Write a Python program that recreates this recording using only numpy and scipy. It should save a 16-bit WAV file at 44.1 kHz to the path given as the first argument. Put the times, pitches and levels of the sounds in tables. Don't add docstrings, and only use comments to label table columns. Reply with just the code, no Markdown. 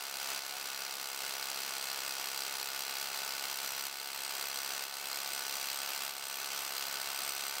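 import sys
import numpy as np
from scipy import signal
from scipy.fft import rfft, irfft, next_fast_len
from scipy.io import wavfile
from scipy.ndimage import uniform_filter1d

SR = 44100
rng = np.random.default_rng(int(sys.argv[2]) if len(sys.argv) > 2 else 0)


def wrap_up_sound(samples):
    columns = np.atleast_2d(samples).T
    tamed = np.clip(columns, -1, 1)
    steps = np.round(tamed * 32767).astype(np.int16)
    wavfile.write(sys.argv[1], SR, steps)


N = 335160
T = np.arange(N) / SR

# time in seconds, shaft speed in Hz.
SHAFT_SPEED = [(0.0, 367.4), (0.28, 369.9), (0.78, 365.2), (1.09, 368.4), (2.24, 365.3), (2.69, 366.1),
               (3.15, 370.3), (3.68, 366.8), (4.05, 371.8), (4.27, 368.6), (4.75, 369.5), (5.0, 373.8),
               (5.46, 369.2), (5.9, 374.6), (6.39, 370.2), (6.66, 372.6), (6.93, 371.2), (7.6, 374.1)]
# multiple of the shaft speed, level in dB.
HUM_HARMONICS = [(1, -92), (2, -62.5), (3, -76), (6, -63.5), (7, -63.5)]
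# frequency in Hz, bandwidth in Hz, gain in dB.
BODY_MODES = [(135, 29, -23.5), (202, 52, -10), (338, 35, -35), (409.5, 28, -4.5), (468.7, 29, -0.5),
              (690, 50, 0.5), (816, 93, -1), (879, 64, 4), (956, 100, -8.5), (1178, 90, 4),
              (1314, 176, 2.5), (1465, 89, -3), (1768, 115, -1.5), (2074, 97, 3.5), (2560, 146, 1.5)]
# frequency in Hz, bandwidth in Hz, gain in dB,
# change once sunk in dB, spread between strokes in dB.
BIT_MODES = [(2780, 200, -6, 0, .4), (3300, 170, -8, 4, .5), (4180, 200, 1.2, 0, .4),
             (4700, 340, 1.3, 0, .4), (5560, 200, -13, -2, .6), (8260, 200, -8, 7.5, 2.8),
             (9100, 260, -12, -1, 1.5), (10000, 220, -5, -7, 1.5), (13200, 280, -11, 6, 2.2),
             (13850, 290, -7, 3, 2.2), (14850, 340, -9, -2, 1.8)]
# frequency in Hz, relative spectral density in dB.
CRUSH_SPECTRUM = [(250, -19.5), (700, -13), (1500, -3), (2600, -3), (5000, 0.5), (6300, 1), (8000, 5.5),
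                  (9500, -3), (12300, -1), (13600, 4), (15800, -9)]
# frequency in Hz, relative spectral density in dB.
GRIND_SPECTRUM = [(50, -19.5), (250, -11), (450, -4), (750, -0.5), (1000, 1), (1400, 2.5), (1850, -1),
                  (2700, 2), (3700, 0), (5300, -2), (8000, -5.5), (10000, -11), (12300, -9), (13800, -17),
                  (15800, -7.5)]
# frequency in Hz, relative spectral density in dB.
AIR_SPECTRUM = [(20, -22), (45, 6), (70, -15), (110, -10), (300, 8), (2000, -42)]
# peak time in seconds, half-width in seconds, relative strength.
GRAIN_SNAGS = [(.3, .04, 1.0), (2.22, .02, 1), (2.94, 0.019, 1), (3.645, .015, 6), (3.865, 0.013, 3),
               (6.02, 0.018, 4.5), (6.6, .03, 1)]
# slip time in seconds, catch time in seconds, drop of bite in dB.
TIP_SLIPS = [(0.0, .21, 2.5), (.395, 1.18, 3.8), (3.878, 4.3, 4.3), (4.85, 5.11, 4), (6.112, 6.49, 4)]

TURNS_PER_BLOW, FIRST_BLOW_CYCLES = 5.433, .48
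BIT_TURN_HZ, SINK_S = 14.3, 5.5
SLIP_S, REGAIN_S, CATCH_S = .02, .12, .04
LOOSE_SHARE = .34
GEAR_DB, WHINE_DB = -55.5, -56.3
ROCK_START_S, ROCK_GROW_S, ROCK_FACING_S, ROCK_PERIOD_S, ROCK_DB = 3.1, .9, 5.55, .91, 5


def undb(db):
    return 10 ** (np.asarray(db) / 20)


def level(x, db=0):
    return x * undb(db) / np.sqrt(np.mean(x ** 2))


def drift(rate_hz):
    hold = int(SR / rate_hz)
    steps = np.repeat(rng.standard_normal(N // hold + 1), hold)
    return 1.37 * uniform_filter1d(uniform_filter1d(steps, hold), hold)[:N]


def colour(x, points):
    hz, db = np.transpose(points)
    size = next_fast_len(N)
    bins_hz = np.maximum(np.fft.rfftfreq(size, 1 / SR), 1)
    return irfft(rfft(x, size) * undb(np.interp(np.log(bins_hz), np.log(hz), db)), size)[:N]


def ring(x, modes):
    return sum(undb(db) * signal.lfilter(*signal.iirpeak(hz, hz / width, fs=SR), x)
               for hz, width, db in modes)


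def impulses(times, sizes):
    index = np.floor(times * SR).astype(int)[:, None] + np.arange(-5, 7)
    offset = index - times[:, None] * SR
    shape = np.sinc(offset) * np.cos(np.pi * offset / 12) ** 2
    inside = (index >= 0) & (index < N)
    return np.bincount(index[inside], (sizes[:, None] * shape)[inside], N)


def decay(x, seconds):
    return signal.lfilter([1], [1, -np.exp(-1 / (seconds * SR))], x)


def grit(spread_db):
    noise = rng.standard_normal(N)
    sizes_db = spread_db * np.repeat(rng.standard_normal(N // 8 + 1), 8)[:N]
    return level(noise * undb(sizes_db))


def disperse(x):
    for lag in (3, 7, 11):
        allpass = np.r_[.55, np.zeros(lag - 1), 1]
        x = signal.lfilter(allpass, allpass[::-1], x)
    return x


def tip_bite_db():
    bite_db = 0
    for slip_s, catch_s, drop_db in TIP_SLIPS:
        loose = np.clip((T - slip_s) / SLIP_S + .5, 0, 1) * np.clip((catch_s - T) / CATCH_S + .5, 0, 1)
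        fresh = np.exp(-((T - slip_s) / REGAIN_S) ** 2 / 2)
        bite_db -= drop_db * loose * (LOOSE_SHARE + (1 - LOOSE_SHARE) * fresh)
    return bite_db


def motor(shaft_hz, bite_db):
    angle = 2 * np.pi * np.cumsum(shaft_hz * (1 + .0015 * drift(90))) / SR
    hum = sum(level(np.sin(order * angle) * undb(2.9 * drift(25)), db) for order, db in HUM_HARMONICS)
    gear = level(np.sin(4 * angle) * undb(1.3 * drift(40)), GEAR_DB)
    whine = level(np.sin(16 * angle) * undb(2.4 * drift(140)), WHINE_DB)
    return hum + gear * undb(1.1 * bite_db) + whine * undb(.6 * bite_db + rocking_db())


def grinding(bite_db):
    rush = colour(grit(spread_db=2.5) * undb(1.2 * drift(250)), GRIND_SPECTRUM)
    return level(rush * undb(bite_db + .6 * snags() + .5 * drift(12)), -43.5)


def air():
    return level(colour(rng.standard_normal(N), AIR_SPECTRUM) * undb(5 * drift(20)), -82)


def hammer(shaft_hz, bite_db):
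    cycles = np.cumsum(shaft_hz) / SR / TURNS_PER_BLOW - FIRST_BLOW_CYCLES
    strokes = np.interp(np.arange(int(cycles[-1]) + 1), cycles, T)
    chance = rng.standard_normal((len(strokes), 5 + len(BIT_MODES))).T
    jitter, force, rebound_lag, rebound_force, breakage, *seating = chance
    times = strokes + .00004 * jitter
    sizes = undb(.35 * force + .5 * np.sin(2 * np.pi * BIT_TURN_HZ * strokes))
    blow = impulses(times, sizes)
    rebound = impulses(times + .00145 + .00012 * rebound_lag, sizes * undb(.5 * rebound_force))
    crumble = decay(.74 * blow, seconds=.00061) + decay(.7 * rebound, seconds=.0037)
    crumble *= undb(1.2 * np.interp(T, strokes, breakage))
    return (stone_crush(crumble, bite_db) + body_knock(blow, crumble, bite_db)
            + steel_bit(.5 * blow + rebound, crumble, strokes, seating, bite_db))


def stone_crush(crumble, bite_db):
    fractures = crumble * grit(spread_db=2.5) * undb(.55 * snags())
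    return level(colour(fractures, CRUSH_SPECTRUM), -46) * undb(bite_db)


def body_knock(blow, crumble, bite_db):
    drive = level(disperse(blow)) + level(crumble * grit(spread_db=4.5), -19)
    knock = colour(ring(drive, BODY_MODES), [(60, -11.5), (200, 0), (2800, 0), (7000, -2)])
    return level(knock * undb(.79 * bite_db), -48.5)


def steel_bit(shocks, crumble, strokes, seating, bite_db):
    drive = level(disperse(shocks)) + level(crumble * grit(spread_db=1.5), -4)
    depth = np.minimum(T / SINK_S, 1)
    steel = 0
    for (hz, width, db, sink_db, spread_db), seat in zip(BIT_MODES, seating):
        seat_db = spread_db * (np.interp(T, strokes, seat) + .35 * drift(7.7))
        steel += undb(sink_db * depth + seat_db) * ring(drive, [(hz, width, db)])
    return level(steel, -43.5) * undb(bite_db)


def reflections(x, t60_s, wet_db):
    t = T[:SR // 3]
    response = rng.standard_normal(len(t)) * undb(-60 * t / t60_s) * (t > .003)
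    echo = signal.fftconvolve(x, response / np.linalg.norm(response))[:N]
    return x + undb(wet_db) * colour(echo, [(300, -9), (2500, -.5), (7000, -5), (14000, -22)])


def snags():
    return sum(strength * np.exp(-((T - peak_s) / width_s) ** 2)
               for peak_s, width_s, strength in GRAIN_SNAGS)


def rocking_db():
    growth = np.clip((T - ROCK_START_S) / ROCK_GROW_S, 0, 1)
    return ROCK_DB * growth * np.cos(2 * np.pi * (T - ROCK_FACING_S) / ROCK_PERIOD_S)


def scene():
    shaft_hz = np.interp(T, *np.transpose(SHAFT_SPEED))
    bite_db = tip_bite_db()
    blows = reflections(hammer(shaft_hz, bite_db), t60_s=.16, wet_db=-15)
    return (blows + grinding(bite_db) + motor(shaft_hz, bite_db) + air())[None]


def record(dry):
    thin = signal.sosfilt(signal.butter(1, 35, "high", fs=SR, output="sos"), dry)
    return signal.sosfilt(signal.ellip(12, .2, 75, 15780, fs=SR, output="sos"), thin)


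dry = scene()
out = record(dry)
wrap_up_sound(out)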